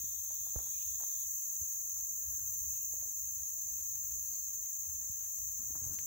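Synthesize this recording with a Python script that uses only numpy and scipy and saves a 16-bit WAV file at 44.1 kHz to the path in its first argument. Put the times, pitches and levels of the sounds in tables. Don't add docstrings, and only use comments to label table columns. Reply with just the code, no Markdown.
import sys
import numpy as np
from scipy import signal
from scipy.fft import rfft, irfft, next_fast_len
from scipy.io import wavfile

SR = 44100
rng = np.random.default_rng(int(sys.argv[2]) if len(sys.argv) > 2 else 0)


def wav_out(sig):
    wavfile.write(sys.argv[1], SR, np.round(np.clip(np.atleast_2d(sig).T, -1, 1) * 32767).astype(np.int16))


N = 267466


def amp(db):
    return 10 ** (np.asarray(db) / 20)


def rms_one(x):
    return x / np.sqrt(np.mean(x ** 2) + 1e-20)


def in_time(rows):
    s, level_db, *rest = np.transpose(rows)
    t = np.arange(N) / SR
    gain = amp(np.interp(t, s, level_db, left=-150, right=-150))
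    return [gain] + [np.interp(t, s, column) for column in rest]


def panned(pan_db):
    ratio = amp(np.atleast_1d(pan_db))
    return 2 * np.array([ratio, np.ones_like(ratio)]) / np.sqrt(1 + ratio ** 2)


def stereo_noise():
    return rng.standard_normal((2, N))


def coloured(x, spectrum, side=((1, 0), (2, 0))):
    size = next_fast_len(N)
    log_hz = np.log(np.arange(size // 2 + 1) * SR / size + 1e-9)

    def curve_db(rows, **ends):
        hz, db = np.transpose(rows)
        return np.interp(log_hz, np.log(hz), db, **ends)

    tilt_db = curve_db(side) * [[.5], [-.5]]
    gain = amp(curve_db(spectrum, left=-150, right=-150) + tilt_db)
    filtered = irfft(rfft(x, size) * gain, size)[:, :N]
    return np.array([rms_one(channel) for channel in filtered]) / np.sqrt(2)


def drift(corner_hz):
    step = 40
    r = np.exp(-2 * np.pi * corner_hz * step / SR)
    slow = signal.lfilter([1], [1, -2 * r, r * r], rng.standard_normal(N // step + 2002))
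    slow = rms_one(slow[2000:])
    return np.interp(np.arange(N) / step, np.arange(len(slow)), slow)


def swell(peak_s, peak_db, rise_db_per_s, fall_db_per_s):
    late_s = np.arange(N) / SR - peak_s
    return amp(peak_db + np.minimum(rise_db_per_s * late_s, -fall_db_per_s * late_s))


def chorus(rows, wings, side, strokes, sharp, flicker_db):
    level, pan_db = in_time(rows)
    throb_db = np.array([flicker_db * drift(35), flicker_db * drift(24)])
    for per_s, wander, left_db, right_db in strokes:
        pace = per_s * (1 + wander * drift(2.1))
        turn = 2 * np.pi * (np.cumsum(pace) / SR + rng.random())
        stroke = np.cos(turn) + sharp * np.cos(2 * turn)
        come_and_go = amp(5.2 * drift(1.0))
        throb_db += np.array([[left_db], [right_db]]) * stroke * come_and_go
    teeth = stereo_noise() * amp(throb_db)
    return level * panned(pan_db) * coloured(teeth, wings, side)


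# time in seconds, level in dB, L-R in dB.
CRICKET_LEVEL = [(0, -44, -2), (1, -42.5, -2), (2.2, -43.5, -2), (2.8, -43, -2), (3.1, -44, -1),
                 (4, -43.5, -1), (5, -44, -0.8), (6.07, -43.5, 4)]
# frequency in Hz, relative density in dB per Hz.
CRICKET_WINGS = [(5250, -81), (5500, -24.5), (5800, -9), (6050, -2.5), (6250, 3), (6400, 2), (6560, 2.5),
                 (6800, 1), (6900, -1.5), (6980, -1), (7150, -3), (7300, -9), (7420, -7.5), (7550, -11.5),
                 (8000, -10), (8230, -23), (8500, -56)]
# frequency in Hz, extra L-R in dB.
CRICKET_SIDE = [(5500, 3), (6000, 1.2), (6300, -2), (6800, -3.5), (7050, 4.5), (7400, 2), (8000, 2.5)]
# strokes per s, wander as a fraction, depth left in dB, depth right in dB.
CRICKET_STROKES = [(15.4, 0.01, 0.03, 0.25), (30.6, 0.01, 0.2, 0.08)]


def cricket_crowd():
    return chorus(CRICKET_LEVEL, CRICKET_WINGS, CRICKET_SIDE, CRICKET_STROKES, sharp=0.093, flicker_db=1.0)


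STROKE_SAG_HZ, STROKE_SPREAD_DB = 60.4, 0.5


def cricket(hz, per_s, turn, share, pan_db):
    length = int(share / per_s * SR)
    u = np.arange(length) / length
    centres_s = (np.arange(1, int(per_s * N / SR) + 2) - turn % 1) / per_s
    starts = (centres_s * SR).astype(int) + SR - length // 2
    phase_chance = rng.standard_normal((len(starts), 2))
    loud_chance = rng.standard_normal((len(starts), 1))
    turns = (hz * u + STROKE_SAG_HZ * (u - u * u) / 2) * length / SR
    out = np.zeros((2, N + 2 * SR))
    for ear in (0, 1):
        note = np.sin(2 * np.pi * (turns + phase_chance[:, [ear]])) * np.sin(np.pi * u) ** 2
        out[ear, starts[:, None] + np.arange(length)] = note * amp(STROKE_SPREAD_DB * loud_chance)
    return panned(pan_db) * rms_one(out[:, SR:SR + N]) / np.sqrt(2)


NEAR_COUNT, NEAR_HZ, NEAR_SPREAD_HZ = 30, 6514, 124.6
NEAR_SLOWEST_PER_S, NEAR_FASTEST_PER_S = 14.6, 16.4
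NEAR_RE_CROWD_DB, NEAR_SPAN_DB = -2.5, 8.5


def near_crickets():
    out = np.zeros((2, N))
    for pitch, speed, turn, place, loud, kind in rng.random((NEAR_COUNT, 6)):
        hz = NEAR_HZ + NEAR_SPREAD_HZ * np.log((pitch + .05) / (1.05 - pitch))
        pace = 2 if kind > .6 else 1
        per_s = pace * (NEAR_SLOWEST_PER_S + (NEAR_FASTEST_PER_S - NEAR_SLOWEST_PER_S) * speed)
        voice = cricket(hz, per_s, turn, share=.2 * (1 + pace), pan_db=20 * (place - .5))
        out += amp(NEAR_SPAN_DB * loud) * voice
    return rms_one(out) * amp(NEAR_RE_CROWD_DB) * in_time(CRICKET_LEVEL)[0]


# peak in seconds, level in dB, rise and fall in dB per s.
SOLO_CRICKETS = [((7190, 15.035, -.2, .3, -4), (4.3, -58.5, .4, 6)), ((7400, 41.43, -.88, .55, 12),
                 (5.1, -60.5, 1.3, 3)), ((6260, 15.74, -.05, .3, -9), (2.5, -55.5, 1, 1.5)),
                 ((6370, 30.46, .2, .45, -9), (1.6, -55.5, 3, 1.5)), ((6630, 15.38, .13, .3, -10),
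                 (3.4, -55, 1.5, 2)), ((6390, 30.7, -.08, .45, 9), (4.5, -56, 1, 2))]


def solo_crickets():
    return sum(swell(*loudness) * cricket(*voice) for voice, loudness in SOLO_CRICKETS)


# time in seconds, level in dB, L-R in dB.
KATYDID_LEVEL = [(0, -41.5, 8.6), (.5, -42.5, 8.9), (1.3, -41, 7.4), (2, -42.5, 8.8), (2.7, -41, 8.4),
                 (3.3, -43, 8.3), (3.9, -42, 9.3), (5, -43.5, 9.7), (6.07, -43, 8.3)]
# frequency in Hz, relative density in dB per Hz.
KATYDID_WINGS = [(8500, -85), (8900, -61), (9100, -24.5), (9800, -13.5), (11300, -9.5), (12900, -2),
                 (14800, 1.5), (15700, 0), (16500, -8.5)]
# frequency in Hz, extra L-R in dB.
KATYDID_SIDE = [(9000, -8), (10000, -6.5), (11000, -4), (12200, 0), (14500, 2), (15700, 3)]
# strokes per s, wander as a fraction, depth left in dB, depth right in dB.
KATYDID_STROKES = [(26.0, 0.02, 0.25, 0.25), (17.6, 0.051, 0.08, 0.08)]


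def katydid_crowd():
    return chorus(KATYDID_LEVEL, KATYDID_WINGS, KATYDID_SIDE, KATYDID_STROKES, sharp=0.26, flicker_db=0.8)


# peak in seconds, level in dB, rise and fall in dB per s.
SOLO_KATYDIDS = [((9900, 700, 58.57, .3, .45, 12), (1.3, -67, 5, 35)), ((13900, 2600, 26.09, -.4, .4, 12),
                 (2.5, -52.5, 1.5, 9)), ((14600, 1800, 36.42, 0, .45, 14), (2.8, -56, 5.5, 8))]


def solo_katydids():
    t, out = np.arange(N) / SR, np.zeros((2, N))
    for (hz, width_hz, per_s, turn, share, pan_db), loudness in SOLO_KATYDIDS:
        away = np.abs((per_s * t + turn + .5) % 1 - .5)
        stroke = np.cos(np.pi * np.minimum(away / share, .5)) ** 2
        wing = [(hz - width_hz, -40), (hz - width_hz / 2, -3), (hz, 0),
                (hz + width_hz / 2, -3), (hz + width_hz, -40)]
        buzz = coloured(stereo_noise(), wing) * rms_one(stroke)
        out += swell(*loudness) * panned(pan_db) * buzz
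    return out


EDGE_HZ, EDGE_T60_S = 1400, .004


def blows(rows, cycles, sag, tail_db, tail_s, edge_db=-99):
    out, t = np.zeros((2, N)), np.arange(SR // 5) / SR
    for start, peak_db, hz, pan_db in rows:
        turn = hz * (t + sag * 0.0044 * (1 - np.exp(-t / 0.0027)))
        ring = np.sin(2 * np.pi * turn) * (1 - np.exp(-2 * turn)) * amp(-60 * t * hz / cycles)
        edge = np.sin(2 * np.pi * EDGE_HZ * t) * (1 - np.exp(-EDGE_HZ * t)) ** 2 * amp(-60 * t / EDGE_T60_S)
        ring += amp(edge_db) * edge
        band_hz = [hz * .6, min(hz * 1.4, SR * .45)]
        band = signal.butter(2, band_hz, "band", fs=SR, output="sos")
        grit = rms_one(signal.sosfilt(band, rng.standard_normal((2, len(t)))))
        blow = ring / np.abs(ring).max() + amp(tail_db - 60 * t / tail_s) * grit
        i = int(start * SR)
        out[:, i:i + len(t)] += (amp(peak_db) * panned(pan_db) * blow)[:, :N - i]
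    return out


# start in seconds, ring peak in dB before panning, centre in Hz, L-R in dB.
TICKS = [(.3055, -52, 770, -17), (.321, -60, 577, -17), (.4685, -51.5, 830, -17), (.544, -53, 754, -24),
         (.5588, -41, 496, -35), (.5618, -48, 1010, -28), (.5897, -44, 810, -31), (.6045, -53.5, 447, -21),
         (.664, -55, 845, -20), (1.0016, -52.5, 1000, -23), (1.012, -50.5, 686, -23),
         (1.0343, -46.5, 854, -28), (1.2355, -60, 765, -15), (1.9655, -55, 1040, 0),
         (2.9245, -58, 560, -19), (2.9385, -52, 537, -15), (2.957, -70, 620, -18), (2.97, -62, 540, -18),
         (2.989, -61, 540, -18), (3.0225, -63, 600, -20), (3.0277, -55.5, 570, -22),
         (3.0533, -62.5, 540, -19), (5.5945, -66, 322, -10), (5.7055, -54, 296, -12),
         (5.7525, -59, 286, -15), (5.7535, -48.5, 930, -13), (5.818, -58, 397, -8), (5.836, -58, 350, -13),
         (5.866, -59, 604, -16), (5.878, -57, 500, -10), (5.893, -64, 500, -17), (5.909, -59, 350, -6),
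         (5.928, -72, 317, -7)]


def finger_ticks():
    return -blows(TICKS, cycles=3.8, sag=0.0041, tail_db=-18.5, tail_s=0.21, edge_db=-9.0)


# start in seconds, ring peak in dB before panning, centre in Hz, L-R in dB.
SNAPS = [(5.9522, -47, 5600, 10), (5.9523, -43, 8600, 4), (5.9548, -52, 4900, 10), (5.9885, -45, 2100, -7),
         (5.9883, -43, 4600, 9)]


def snaps():
    return -blows(SNAPS, cycles=7, sag=0.0091, tail_db=-21, tail_s=0.1)


# start in seconds, ring peak in dB before panning, ring in Hz, L-R in dB.
THUDS = [(.5595, -37, 64.6, -24), (5.097, -51, 93, -32), (.04, -50, 77, -17), (1.615, -53.5, 75, -9),
         (5.817, -48, 69.4, -9), (5.864, -47, 72.4, -23), (5.907, -51, 62, -21)]


def case_thuds():
    return blows(THUDS, cycles=6.6, sag=1.0, tail_db=-56, tail_s=.1)


# time in seconds, level in dB.
RUSTLE_LEVEL = [(5.57, -85), (5.6, -57), (5.645, -67), (5.665, -74), (5.7, -68), (5.74, -65), (5.765, -57),
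                (5.795, -66), (5.834, -60), (5.858, -59), (5.92, -56), (5.95, -61), (5.98, -63),
                (6.07, -66)]
# frequency in Hz, relative density in dB per Hz.
RUSTLE_COLOUR = [(100, 10.5), (200, 7), (400, -4), (600, -15), (1000, -8), (1800, -14.5), (3000, -36),
                 (5500, -13)]


def grip_rustle():
    noise = stereo_noise() * amp(1.4 * drift(60))
    return in_time(RUSTLE_LEVEL)[0] * panned(-9) * coloured(noise, RUSTLE_COLOUR)


# time in seconds, peak in dB.
JOLTS = [(.045, -58.5), (.41, -66), (.62, -68), (.9, -60), (1.62, -65), (2.3, -64), (2.46, -60),
         (2.66, -57), (2.93, -63), (3.24, -69), (3.38, -64.5), (3.75, -65.5), (3.93, -68), (4.14, -54.5),
         (4.58, -67.5), (4.89, -67), (5.0, -62.5), (5.11, -63.5), (5.44, -57.5), (5.68, -59), (5.88, -53)]
# frequency in Hz, relative density in dB per Hz.
RUMBLE_COLOUR = [(12, -65), (24, -18), (41, -5.5), (65, 6), (81, 2), (172, -17.5), (247, -29), (300, -17),
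                 (390, -38), (660, -120)]
RUMBLE_BED_DB, RUMBLE_LUMPY_DB, RUMBLE_LUMP_CORNER_HZ = -68, 2, 2.1
RUMBLE_PAN_DB, RUMBLE_SHARED_POWER = -1.5, 0.69
JOLT_RISE_DB_PER_S, JOLT_FALL_DB_PER_S = 212, 140


def rumble():
    shared, own = rng.standard_normal(N), stereo_noise()
    noise = np.sqrt(RUMBLE_SHARED_POWER) * shared + np.sqrt(1 - RUMBLE_SHARED_POWER) * own
    level = amp(RUMBLE_BED_DB + RUMBLE_LUMPY_DB * drift(RUMBLE_LUMP_CORNER_HZ))
    level += sum(swell(s, db, JOLT_RISE_DB_PER_S, JOLT_FALL_DB_PER_S) for s, db in JOLTS)
    return level * panned(RUMBLE_PAN_DB) * coloured(noise, RUMBLE_COLOUR)


# time in seconds, level in dB.
CICADA_LEVEL = [(0, -72), (.15, -71), (.3, -72.5), (.5, -70.5), (.65, -68.5), (1.0, -70.5), (1.2, -69.5),
                (1.235, -68), (1.26, -77), (1.28, -90)]
# frequency in Hz, relative density in dB per Hz.
CICADA_BAND = [(3150, -24), (3350, 6), (3520, 8), (3800, 4), (4050, 2), (4300, -5), (4700, -9)]
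# start in seconds, ring peak in dB before panning, centre in Hz, L-R in dB.
CICADA_CLICKS = [(1.2332, -56, 3650, -20), (1.2368, -58, 3550, -20)]
CICADA_WAVER_DB, CICADA_WAVER_CORNER_HZ = 0.5, 8.8


def cicada():
    level = in_time(CICADA_LEVEL)[0] * amp(CICADA_WAVER_DB * drift(CICADA_WAVER_CORNER_HZ))
    drone = level * panned(-20.0) * coloured(stereo_noise(), CICADA_BAND)
    return drone + blows(CICADA_CLICKS, cycles=14.0, sag=0.005, tail_db=-30.0, tail_s=0.05)


# start in seconds, length in seconds, pitch in Hz at start, middle
# and end, width in Hz, level in dB, L-R in dB.
BIRD_CALLS = [(.735, .055, 2450, 2350, 2300, 120, -72.5, -7), (.74, .12, 2700, 2850, 2800, 400, -73.5, -7),
              (.79, .05, 2500, 2480, 2500, 120, -78, -6), (.85, .11, 2850, 2700, 2750, 400, -79, -7),
              (.69, .08, 4000, 4050, 3950, 300, -75, 10), (2.13, .34, 1500, 1560, 1480, 320, -77.5, 0),
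              (2.74, .16, 2800, 2520, 2900, 200, -78, -4), (2.69, .24, 2650, 2850, 2750, 400, -80, -3),
              (1.885, .04, 5780, 5760, 5740, 150, -66, -14), (4.23, .06, 4380, 4350, 4300, 140, -79, 5),
              (4.24, .13, 4750, 4800, 4880, 220, -77.5, 4), (4.3, .14, 4500, 4600, 4650, 320, -74.5, 3),
              (4.33, .14, 4180, 4280, 4330, 160, -77, 3)]
BIRD_FLUTTER_DB, BIRD_FLUTTER_CORNER_HZ = 2, 30


def birds():
    out = np.zeros((2, N))
    flutter = amp(BIRD_FLUTTER_DB * drift(BIRD_FLUTTER_CORNER_HZ))
    for start, length, hz0, hz1, hz2, width_hz, level_db, pan_db in BIRD_CALLS:
        n, i = int(length * SR), int(start * SR)
        u = np.linspace(0, 1, n)
        turn = 2 * np.pi * np.cumsum(np.interp(u, [0, .5, 1], [hz0, hz1, hz2])) / SR
        low_pass = signal.butter(2, width_hz / 2, fs=SR, output="sos")
        blur = signal.sosfilt(low_pass, rng.standard_normal((4, SR)))[:, -n:]
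        call = rms_one(blur[:2] * np.cos(turn) + blur[2:] * np.sin(turn))
        envelope = np.abs(np.sin(np.pi * u)) ** 0.29 * flutter[i:i + n]
        out[:, i:i + n] += amp(level_db) * panned(pan_db) * call * envelope
    return out


# time in seconds, level in dB.
BREEZE_LEVEL = [(0, -84), (.45, -88), (.65, -67.5), (.85, -93), (1.3, -80), (2.6, -70.5), (3.4, -79),
                (4.14, -72.5), (4.7, -84), (5.6, -93)]
# frequency in Hz, relative density in dB per Hz.
BREEZE_COLOUR = [(90, -18), (140, 0.5), (300, -6.5), (450, -12), (700, -30)]


def breeze():
    noise = stereo_noise() * amp(1.6 * drift(17))
    return in_time(BREEZE_LEVEL)[0] * panned(-0.57) * coloured(noise, BREEZE_COLOUR)


# frequency in Hz, relative density in dB per Hz.
AIR_COLOUR = [(110, -20), (170, -6.5), (460, -9.5), (1200, -12.5), (1800, -12.5), (2800, -15.5),
              (3500, -18.5), (4500, -18), (5300, -20.5), (5800, -37)]
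# time in seconds, gain in dB.
AIR_SWELL = [(0, -0.3), (1.5, -0.25), (3.1, -1), (4.1, 0), (5.0, 0), (6.07, -0.5)]
AIR_BASE_DB, AIR_PAN_DB = -70.5, -0.5


def wood_air():
    level = amp(AIR_BASE_DB + 1.25 * drift(4.8)) * in_time(AIR_SWELL)[0]
    return level * panned(AIR_PAN_DB) * coloured(stereo_noise(), AIR_COLOUR)


def scene():
    crickets = cricket_crowd() + near_crickets() + solo_crickets()
    katydids = katydid_crowd() + solo_katydids()
    hand = finger_ticks() + snaps() + case_thuds() + grip_rustle() + rumble()
    far = cicada() + birds()
    return crickets + katydids + hand + far + breeze() + wood_air()


def record(dry):
    cutoff_hz = 15740
    low_pass = signal.ellip(12, .5, 75, cutoff_hz, fs=SR, output="sos")
    return signal.sosfilt(low_pass, dry)


dry = scene()
out = record(dry)
wav_out(out)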